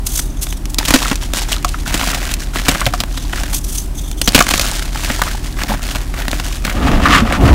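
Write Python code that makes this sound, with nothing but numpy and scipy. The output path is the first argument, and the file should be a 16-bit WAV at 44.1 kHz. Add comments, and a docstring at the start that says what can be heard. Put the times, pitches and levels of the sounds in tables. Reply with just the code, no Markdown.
"""A machine hums low in a small room; dusty fingers start to rub blocks of dry gym chalk.
The hand then snaps the blocks and grinds them to powder, close to an overloaded microphone; lumps drop
on the heap, and at last the hand digs down through it. Hum: unsteady sines over filtered noise.
Chalk: filtered random fractures and ringing crumbs under envelopes, with low decaying sines as thuds."""
import sys
import numpy as np
from scipy import signal
from scipy.fft import rfft, irfft, next_fast_len
from scipy.io import wavfile
from scipy.ndimage import uniform_filter1d, map_coordinates

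SR = 44100
rng = np.random.default_rng(int(sys.argv[2]) if len(sys.argv) > 2 else 0)


def unload_wav(signal):
    """Save mono or channel-first audio to the path in sys.argv[1] as 16-bit WAV at rate SR, clipped to [-1, 1]."""
    wavfile.write(
        sys.argv[1],
        SR,
        np.round(np.clip(np.atleast_2d(signal).T, -1, 1) * 32767).astype(np.int16),
    )


N = 332514


def amp(db):
    """Decibels to gain."""
    return 10 ** (np.asarray(db) / 20)


def unit(x):
    """Scale to rms 1."""
    return x / np.sqrt(np.mean(x ** 2) + 1e-20)


def along(points, hz):
    """(f/Hz, value) points interpolated on a log frequency axis."""
    f, v = np.transpose(points)
    return np.interp(np.log(hz + 1), np.log(f + 1), v)


def gains(*tables):
    """One gain per sample for each dB column, tables summed; -120 dB outside each table."""
    t, total = np.arange(N) / SR, 0
    for rows in tables:
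        s, *columns = np.transpose(rows)
        curves = [np.interp(t, s, db, left=-120, right=-120) for db in columns]
        total = total + np.array([amp(curve) for curve in curves])
    return uniform_filter1d(total, size=300, axis=1)


def strokes(rows, swell_db, attack_s, release_s):
    """One gain per dB column: each stroke of the hand sets in, swells to its crest, slackens and lets go."""
    t, out = np.arange(SR) / SR, np.zeros((len(rows[0]) - 3, N))
    for s, length_s, crest, *levels_db in rows:
        crest_s = np.clip(crest, 0, 1) * length_s
        effort_db = swell_db * np.interp(t, [0, crest_s, length_s], [-1, 0, -1])
        release_db = -60 * np.maximum(t - length_s, 0) / release_s
        shape = (1 - np.exp(-t / attack_s)) * amp(effort_db + release_db)
        for track, db in zip(out, levels_db):
            add(track, s, amp(db) * shape)
    return out


def wobble(rate_hz):
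    """A smooth random curve, rate_hz knots a second."""
    knots = rng.standard_normal(int(N * rate_hz / SR) + 4)
    return map_coordinates(knots, [np.arange(N) * rate_hz / SR], order=2)


def colour(x, spectrum, size=8192):
    """Causal minimum-phase filter of unit power gain with the given spectrum."""
    cepstrum = irfft(np.log(amp(along(spectrum, np.fft.rfftfreq(size, 1 / SR)))))
    cepstrum[1:size // 2] *= 2
    cepstrum[size // 2 + 1:] = 0
    response = irfft(np.exp(rfft(cepstrum)))
    return signal.fftconvolve(x, response / np.linalg.norm(response))[:N]


def add(track, s, sound):
    """Mix a sound into the track at time s."""
    part = track[max(round(s * SR), 0):][:len(sound)]
    part += sound[:len(part)]


def fractures(rate_hz, spread_db):
    """Tiny breaks at random moments and of very unequal size, rms 1."""
    size = amp(spread_db * np.clip(rng.standard_normal(N), -2, 2))
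    return unit((rng.random(N) < rate_hz / SR) * size * rng.choice([-1, 1], N))


def crumbs(rate_hz, pitch_hz, cycles, spread_db):
    """Crumbs giving way: each rings for a few cycles at a random pitch and with a random strength; rms 1."""
    draw = rng.random((int(rate_hz * N / SR), 4))
    t = np.arange(SR // 100) / SR
    hz = pitch_hz * 2 ** (2.96 * (draw[:, 1:2] - 0.5))
    strength = amp(spread_db * np.minimum(-np.log(draw[:, 2:3]), 3.5)) * np.sign(draw[:, 3:] - 0.5)
    rings = strength * np.sin(2 * np.pi * hz * t) * np.exp(-t * hz / cycles)
    at = (draw[:, :1] * N).astype(int) + np.arange(len(t))
    return unit(np.bincount(at.ravel(), rings.ravel(), N)[:N])


def slips(rate_hz, fade_s, spread_db):
    """Stress lets go in jerks: an envelope of sudden rises that fade exponentially, rms 1."""
    jerks = np.abs(fractures(rate_hz, spread_db))
    return unit(signal.lfilter([1], [1, -np.exp(-1 / (fade_s * SR))], jerks))


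def shard(pitch_hz, cycles, share):
    """Response of one broken piece: the bare click plus a brief ring at a random pitch, unit energy."""
    t = np.arange(SR // 150) / SR
    hz = pitch_hz * 2 ** rng.uniform(-1.18, 1)
    ring = np.cos(2 * np.pi * hz * t) * np.exp(-t * hz / cycles)
    response = share * ring / np.linalg.norm(ring) + (t == 0)
    return response / np.linalg.norm(response)


# machine tones: f/Hz, rms level/dB
MACHINE_TONES = [(23.4, -33.5), (39.2, -21.5), (46.9, -28.5), (58.8, -33.5), (69.9, -34.5), (78.5, -37),
                 (120.0, -37.5), (157.4, -40)]
# rumble spectrum of the room: f/Hz, relative level/dB
AIR_SPECTRUM = [(10, 3), (30, 12), (90, 5), (180, -1.5), (300, 4), (340, -5), (380, 0), (420, -14),
                (700, -10.5), (1400, -18.5), (4000, -24.5), (11000, -26), (15500, -33)]


def background():
    """Machine sines with slowly wandering phase, over noise shaped to the rumble of the room."""
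    t, tones = np.arange(N) / SR, 0
    for hz, db in MACHINE_TONES:
        phase = 2 * np.pi * (hz * t + rng.random()) + 0.48 * wobble(2.374)
        tones = tones + amp(db) * np.sqrt(2) * np.sin(phase)
    return tones + amp(-28.5) * colour(rng.standard_normal(N), AIR_SPECTRUM)


# fingers sliding over a block: t/s, length/s, crest/share of length, relative hiss/dB, relative squeak/dB
RUB_STROKES = [(0.05, 0.058, 0.39, -26, -40), (0.1, 0.12, 0.78, -22.5, -22), (0.23, 0.19, 0.14, -46, -38),
               (0.41, 0.027, 0.53, -19, -30), (0.455, .11, .25, -35, -27), (0.68, 0.053, 0.36, -36, -50),
               (3.1, 0.19, .6, -47, -35), (3.495, 0.098, 0.98, -25, -29), (3.63, 0.22, 0.62, -27.5, -30),
               (3.945, .175, 0.23, -36, -29), (4.165, 0.11, 0.86, -33.5, -27)]
# hiss spectrum of skin on chalk: f/Hz, relative level/dB
SKIN_SPECTRUM = [(300, -24), (1000, -14), (2000, -13), (3300, -5), (4500, -6), (6300, 0), (7400, -1),
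                 (8800, 0), (11500, -3), (15500, -8)]
# thin squeaks of skin on chalk: centre f/Hz, knot rate of the random sidebands/Hz, share/1
SKIN_SQUEAK_BANDS = [(3470, 600, 0.22), (6100, 800, 0.36)]


def rubbing():
    """Dusty skin slides over chalk: an uneven hiss with thin squeaks that wander in pitch."""
    hiss_gain, squeak_gain = strokes(RUB_STROKES, swell_db=8.5, attack_s=0.0053, release_s=0.18)
    friction = hiss_gain * unit(colour(fractures(rate_hz=12000, spread_db=4), SKIN_SPECTRUM))
    for hz, knots_hz, share in SKIN_SQUEAK_BANDS:
        phase = 2 * np.pi * np.cumsum(hz * (1 + 0.035 * wobble(10))) / SR
        squeak = wobble(knots_hz) * np.cos(phase) + wobble(knots_hz) * np.sin(phase)
        friction = friction + share * squeak_gain * unit(squeak * amp(4.5 * wobble(45)))
    return amp(4.0) * friction * unit(amp(4.4 * wobble(130)))


# cracks running through the chalk: t/s, relative crisp level/dB, relative body level/dB, run/s
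CRACKS = [(0.1932, -20, -15.5, 0.014), (0.4687, -22, -23, 0.014), (0.5262, -18.5, -22, 0.02),
          (0.6557, -16.5, -27.5, 0.017), (0.745, -8.5, -29, 0.0097), (0.785, -1.5, -15, 0.029),
          (0.852, -10, -22, 0.04), (0.8825, -6.5, -15, 0.045), (0.9062, -2, -5.5, 0.025),
          (0.9388, 1, -2.5, 0.055), (0.9589, -6, -6.5, 0.028), (1.1139, -16, -11, 0.035),
          (1.1566, -13, -23, 0.022), (1.336, -8, -13.5, 0.015), (1.521, -10, -19.5, 0.038),
          (1.6467, -9, -19.5, 0.028), (1.6902, -15.5, -42, .022), (1.942, -9, -12.5, 0.041),
          (2.075, -14, -18, 0.033), (2.1463, -10, -21, 0.017), (2.3131, -16, -27, .03),
          (2.339, -6, -36, 0.02), (2.558, -25, -16.5, 0.043), (2.5968, -17, -21, 0.013),
          (2.6835, -1, -7.5, 0.053), (2.8651, -10, -10, 0.032), (2.9371, -16.5, -21, 0.029),
          (3.0034, -11, -18, 0.041), (3.0369, -13, -9.5, 0.0096), (3.1755, -17.5, -22, 0.03),
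          (3.3329, -27, -12, 0.021), (3.4347, -15, -17, 0.019), (3.532, -14, -22.5, 0.032),
          (4.1145, -16, -27, .012), (4.2153, -1.5, -14, 0.021), (4.276, -1, -10, 0.043),
          (4.3469, 9, 2.5, 0.053), (4.3787, -5, -6, .028), (4.3898, 1, -3, 0.022), (4.4052, 2, -1.5, 0.022),
          (4.4243, -4, -19, .015), (4.467, -13, -13, 0.017), (4.49, -2, -8, 0.01),
          (4.5098, -4.5, -11.5, 0.019), (4.5387, -5, -3.5, 0.016), (4.5578, -19, -15, 0.0092),
          (4.5778, -6, -18, 0.018), (4.5958, -1, -8.5, 0.012), (4.6133, -8.5, -22, 0.046),
          (5.0473, -11, -17, 0.015), (5.1014, -21, -8, .022), (5.2186, -4, -13.5, 0.019),
          (5.6354, -10, -10.5, 0.011), (5.9576, -15.5, -17, 0.028), (6.2817, -11.5, -11, 0.014),
          (6.315, -6, -32, 0.0058), (6.3305, -19, -12, 0.017), (6.3989, -16, -13.5, 0.022),
          (6.65, -12, -13.5, .025), (6.6782, -28, -11.5, 0.017), (7.3246, -15, -6.5, 0.016)]
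# bright part of a crack: f/Hz, relative level/dB
CRISP_SPECTRUM = [(1200, -18.5), (2800, 0.5), (4000, 3), (5000, 1.5), (7000, 1.5), (10000, -3), (15500, -6)]
# body of the block: f/Hz, relative level/dB
BODY_SPECTRUM = [(250, -11), (420, -13), (580, 2.5), (720, 2), (900, -1.5), (1300, 1.5), (2400, -1),
                 (3500, -14.5), (7000, -70)]
# low thump of the block: f/Hz, relative level/dB
THUMP_SPECTRUM = [(50, -3), (105, -3.5), (180, -3), (290, 0), (420, -12.5), (900, -24.5), (3000, -100)]
# thump over body at the usual run, and its rise per doubling of the run
THUMP_DB, USUAL_RUN_S, THUMP_DB_PER_DOUBLING = 1, 0.033, 2.5


def snaps():
    """A crack opens with a tick, spreads as an avalanche of fractures and runs out; long ones thump more."""
    t = np.arange(SR // 8) / SR
    drive = np.zeros((3, N))
    breaks = fractures(rate_hz=7000, spread_db=3.5)
    for s, crisp_db, body_db, run_s in list(CRACKS) + small_cracks():
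        thump_db = body_db + THUMP_DB + THUMP_DB_PER_DOUBLING * np.log2(run_s / USUAL_RUN_S)
        age = t / max(run_s, 0.004)
        swell = amp(-75 * age ** 1.25) * (1 - 0.53 * np.exp(-age / 0.047))
        burst = breaks[rng.integers(N - len(t)):][:len(t)] * swell
        burst[0] += 6  # opening tick
        burst *= np.linalg.norm(swell) / np.linalg.norm(burst)
        # the piece that breaks off colours the bright part
        bright = np.convolve(burst, shard(pitch_hz=4800, cycles=1.3, share=0.28))
        add(drive[0], s, amp(crisp_db) * bright)
        add(drive[1], s, amp(body_db) * burst)
        add(drive[2], s, amp(thump_db) * burst)
    crisp = amp(-1) * colour(drive[0], CRISP_SPECTRUM)
    body = amp(2.0) * colour(drive[1], BODY_SPECTRUM)
    thump = amp(1.0) * colour(drive[2], THUMP_SPECTRUM)
    return crisp + body + thump


# fist closing on the pieces: t/s, length/s, crest/share of length, relative crunch/dB, relative grit/dB
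FIST_SQUEEZES = [(0.78, 0.36, 0.8, -24.5, -23), (1.205, 0.052, .3, -32, -28),
                 (1.33, 0.12, 0.33, -25, -22.5), (1.48, 0.09, 0.16, -25.5, -24),
                 (1.66, 0.17, 0.16, -47, -34), (1.855, 0.35, 0.56, -21.5, -23.5),
                 (2.2, 0.14, 0.79, -26.5, -29.5), (2.385, 0.065, 0.37, -35, -30),
                 (2.535, 0.11, 0.15, -26.5, -25.5), (2.645, .23, 0.19, -21, -25.5),
                 (2.92, 0.083, 0.99, -40, -32), (3.095, 0.2, 0.42, -53, -35),
                 (3.285, 0.26, 0.25, -31, -32.5), (4.27, 0.22, 0.73, -30, -26.5),
                 (4.47, 0.39, .12, -25.5, -22.5), (4.925, 0.42, 0.36, -24.5, -25.5),
                 (5.425, 0.091, 0.17, -37, -35.5), (5.565, .09, .6, -25, -36),
                 (5.68, 0.081, 0.26, -21, -31), (5.815, .19, 0.55, -27.5, -29),
                 (6.135, 0.14, 0.47, -25, -39), (6.28, 0.16, 0.5, -32.5, -32.5),
                 (6.435, 0.14, 0.091, -34.5, -29), (6.645, 0.082, 0.66, -21.5, -34)]
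# loose powder trickling from the hand: start t/s, end t/s, relative level/dB
POWDER_TRICKLE = [(0.78, 3.5, -46), (4.25, 6.85, -44)]


def squeezing():
    """Gains of crunch and grit: the squeezes over a steady trickle of powder."""
    trickle = gains(*[[(start, db), (end, db)] for start, end, db in POWDER_TRICKLE])
    return trickle + strokes(FIST_SQUEEZES, swell_db=10, attack_s=0.0027, release_s=0.2)


SMALL_PER_S, SMALL_DB, SMALL_SCATTER_DB, SMALL_RUN_S = 22, 9.0, 3.0, 0.009


def small_cracks():
    """Chance cracks whose levels follow the squeeze of the moment, with scatter: rows like CRACKS."""
    count = int(SMALL_PER_S * N / SR)
    at = rng.integers(N, size=count)
    scatter_db = SMALL_SCATTER_DB * rng.standard_normal((count, 2)).T
    crunch_db, grit_db = 20 * np.log10(squeezing()[:, at]) + SMALL_DB + scatter_db
    return [(i / SR, crisp, body, SMALL_RUN_S) for i, crisp, body in zip(at, grit_db, crunch_db)]


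# muffled crunch inside the fist: f/Hz, relative level/dB
CRUNCH_SPECTRUM = [(60, -14), (150, 5.5), (290, 4), (430, -8), (680, 2.5), (880, -9), (1600, 3.5),
                   (2600, -3), (4500, -8.5), (10000, -14)]
# fine grit at the surface: f/Hz, relative level/dB
GRIT_SPECTRUM = [(1200, -21), (3000, 1.5), (5000, 0.5), (6800, 0.5), (10000, -5), (15500, -15.5)]


def crumbling():
    """Pieces grind in the fist: a muffled crunch inside, fine grit at the surface, both in the same jerks."""
    crunch_gain, grit_gain = squeezing()
    jerks = unit(1.16 + slips(rate_hz=170, fade_s=0.003, spread_db=2.5))
    coarse = colour(fractures(rate_hz=4000, spread_db=4.5), CRUNCH_SPECTRUM)
    coarse = coarse + 0.6 * crumbs(rate_hz=300, pitch_hz=2000, cycles=1.6, spread_db=3.7)
    fine = colour(fractures(rate_hz=3500, spread_db=5.5), GRIT_SPECTRUM)
    fine = fine + 0.5 * crumbs(rate_hz=350, pitch_hz=5600, cycles=1.8, spread_db=4.5)
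    # sparser, larger grains
    crackle = 0.22 * colour(fractures(rate_hz=78, spread_db=5), CRISP_SPECTRUM)
    # coarse chips clack with a short ring of their own
    chips = 0.45 * crumbs(rate_hz=60, pitch_hz=2300, cycles=3.5, spread_db=5.0)
    grinding = jerks * (amp(1.1) * crunch_gain * unit(coarse) + amp(0.86) * grit_gain * unit(fine))
    return grinding + grit_gain * crackle + crunch_gain * chips


# low thuds as blocks give way, lumps land or the heap is pressed: t/s, relative level/dB, f/Hz, t60/s
LOW_THUDS = [(0.908, -14, 170, 0.038), (1.119, -11.5, 287, 0.041), (2.866, -6, 122, 0.077),
             (4.278, -5, 200, 0.045), (5.695, -18, 209, 0.19), (6.925, 1, 28, 0.27),
             (7.096, -9.5, 298, 0.083), (7.22, -2.5, 224, 0.081), (7.434, 1.5, 127.5, 0.11),
             (7.488, -2.5, 72, 0.32)]


def thuds():
    """Soft, low thuds: decaying sines with a soft onset."""
    t, out = np.arange(SR // 3) / SR, np.zeros(N)
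    for s, db, hz, t60_s in LOW_THUDS:
        envelope = amp(db + 5.5 - 60 * t / t60_s) * (1 - np.exp(-t * hz))
        add(out, s, envelope * np.sin(2 * np.pi * hz * t))
    return out


# single hard grains bursting under the fingers: t/s, relative level/dB
GRAIN_TICKS = [(1.53, 8), (1.5648, -3), (2.341, -2), (2.8082, 2), (2.8571, 3), (3.0034, 3), (4.29, 12),
               (4.3223, 0), (4.558, 4), (4.715, 3), (5.8207, -14)]


def ticks():
    """A hard grain bursts in one sharp click with a brief ring."""
    clicks = np.zeros(N)
    for s, db in GRAIN_TICKS:
        add(clicks, s, amp(db + 0.5) * shard(pitch_hz=6350, cycles=2.8, share=0.91))
    return colour(clicks, GRIT_SPECTRUM)


# lumps knocking on the heap: t/s, relative level/dB, nominal f/Hz
FALLING_LUMPS = [(1.6463, -5.5, 940), (1.7435, -14, 1260), (2.131, -14, 1490), (2.8131, -10, 1250),
                 (2.8646, -6, 720), (2.9363, -8, 1120), (4.4055, 4.5, 1240), (5.2167, -4, 1150),
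                 (5.2675, -17.5, 950), (5.616, -15, 1780), (5.704, -13.5, 700)]
# knock spectrum of a lump: f/nominal f, relative level/dB
KNOCK_SPECTRUM = [(.1, -20), (.35, -20.5), (.58, -15), (.76, -1), (1, -1.5), (1.3, -5), (1.7, -14),
                  (4, -51)]
# hollows of the tray under the heap: f/Hz, relative level/dB
TRAY_SPECTRUM = [(300, 2), (480, -1), (720, 5.5), (870, -13.5), (1050, 0), (1280, -1), (1600, -2),
                 (2200, 2), (5000, 1)]


def lumps():
    """A falling lump lands with a dull knock and settles in quick contacts, coloured by the tray."""
    t, out = np.arange(SR // 20) / SR, np.zeros(N)
    contacts = fractures(rate_hz=5000, spread_db=-0.5)
    for s, db, hz in FALLING_LUMPS:
        settle = amp(-60 * t / 0.03) * (1 - np.exp(-t / 0.00033))
        blow = contacts[rng.integers(N - len(t)):][:len(t)] * settle
        lump_spectrum = [(ratio * hz, level_db) for ratio, level_db in KNOCK_SPECTRUM]
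        knock = colour(colour(blow, lump_spectrum), TRAY_SPECTRUM)
        add(out, s, amp(db + 1) * knock * np.linalg.norm(settle) / np.linalg.norm(knock))
    return out


# hand digging in the heap: t/s, relative push/dB, relative scrape/dB
DIG_LEVELS = [(6.74, -19, -38), (6.892, -8.5, -24.5), (6.99, -11.5, -30), (7.152, -12.5, -11.5),
              (7.242, -14, -32), (7.342, -17, -24.5), (7.398, -11.5, -33.5), (7.44, -5, -26),
              (7.54, -6.5, -20.5)]
# squeaks where the fingers force through: t/s, length/s, crest/share of length, relative level/dB
POWDER_SQUEAKS = [(7.045, 0.051, 0.44, -10.5), (7.12, 0.052, 0.66, -17)]
# low shove of the heap: f/Hz, relative level/dB
PUSH_SPECTRUM = [(15, -18), (28, -4), (70, 3), (110, -8), (280, -5.5), (430, -19), (720, -14.5),
                 (1100, -25), (3000, -50.5)]
# scrape of packed powder: f/Hz, relative level/dB
SCRAPE_SPECTRUM = [(300, 2), (700, -8), (1800, -1.5), (2800, 1), (4200, -6.5), (7000, -12), (15500, -30)]
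# creak and squeak of packed powder: f/Hz, relative level/dB
SQUEAK_SPECTRUM = [(500, -40), (980, -10.5), (1200, -0.5), (1450, -8), (1800, -8), (4000, -42.5)]


def digging():
    """The hand shoves the heap; packed powder scrapes and squeaks as it sticks and slips."""
    push_gain, scrape_gain = gains(DIG_LEVELS)
    squeak_gain = strokes(POWDER_SQUEAKS, swell_db=9.0, attack_s=0.0078, release_s=0.039)[0]
    creak_gain = amp(3.0) * scrape_gain + squeak_gain
    jerks = unit(1.0 + slips(rate_hz=140, fade_s=0.0075, spread_db=1.0))
    low = amp(-2.0) * push_gain * colour(fractures(rate_hz=2500, spread_db=4.5), PUSH_SPECTRUM)
    grains = colour(fractures(rate_hz=5000, spread_db=2.0), SCRAPE_SPECTRUM)
    grains = grains + 0.57 * crumbs(rate_hz=300, pitch_hz=1880, cycles=1.6, spread_db=7.5)
    creak = creak_gain * colour(fractures(rate_hz=980, spread_db=4.0), SQUEAK_SPECTRUM)
    return low + jerks * (amp(2.5) * scrape_gain * unit(grains) + creak)


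# decay of the room: f/Hz, t60/s
ROOM_T60 = [(200, 0.1), (1500, 0.15), (10000, 0.069)]


def room(x):
    """A short diffuse answer from the small room: noise decaying at a rate set by frequency."""
    hz, t, z = signal.stft(rng.standard_normal(SR // 3), SR, nperseg=256)
    decay = amp(-60 * t / along(ROOM_T60, hz)[:, None])
    tail = signal.istft(z * decay, SR, nperseg=256)[1]
    delayed = np.pad(tail / np.linalg.norm(tail), (SR // 400, 0))  # 2.5 ms
    return signal.fftconvolve(x, delayed)[:N]


def scene():
    """All the chalk sounds, close, with a faint room answer, over the hum and rumble."""
    chalk = snaps() + ticks() + crumbling() + lumps() + rubbing() + digging() + thuds()
    return (chalk + amp(-19) * room(chalk) + background())[None]


TOP_HZ = 15750


def record(dry):
    """The overloaded microphone clips peaks at full scale; then all from TOP_HZ up is removed."""
    clipped = np.clip(dry, -1, 1)
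    size = next_fast_len(N + SR // 2)
    passband = np.fft.rfftfreq(size, 1 / SR) < TOP_HZ
    return irfft(rfft(clipped, size) * passband, size)[:, :N]


dry = scene()
out = record(dry)
unload_wav(out)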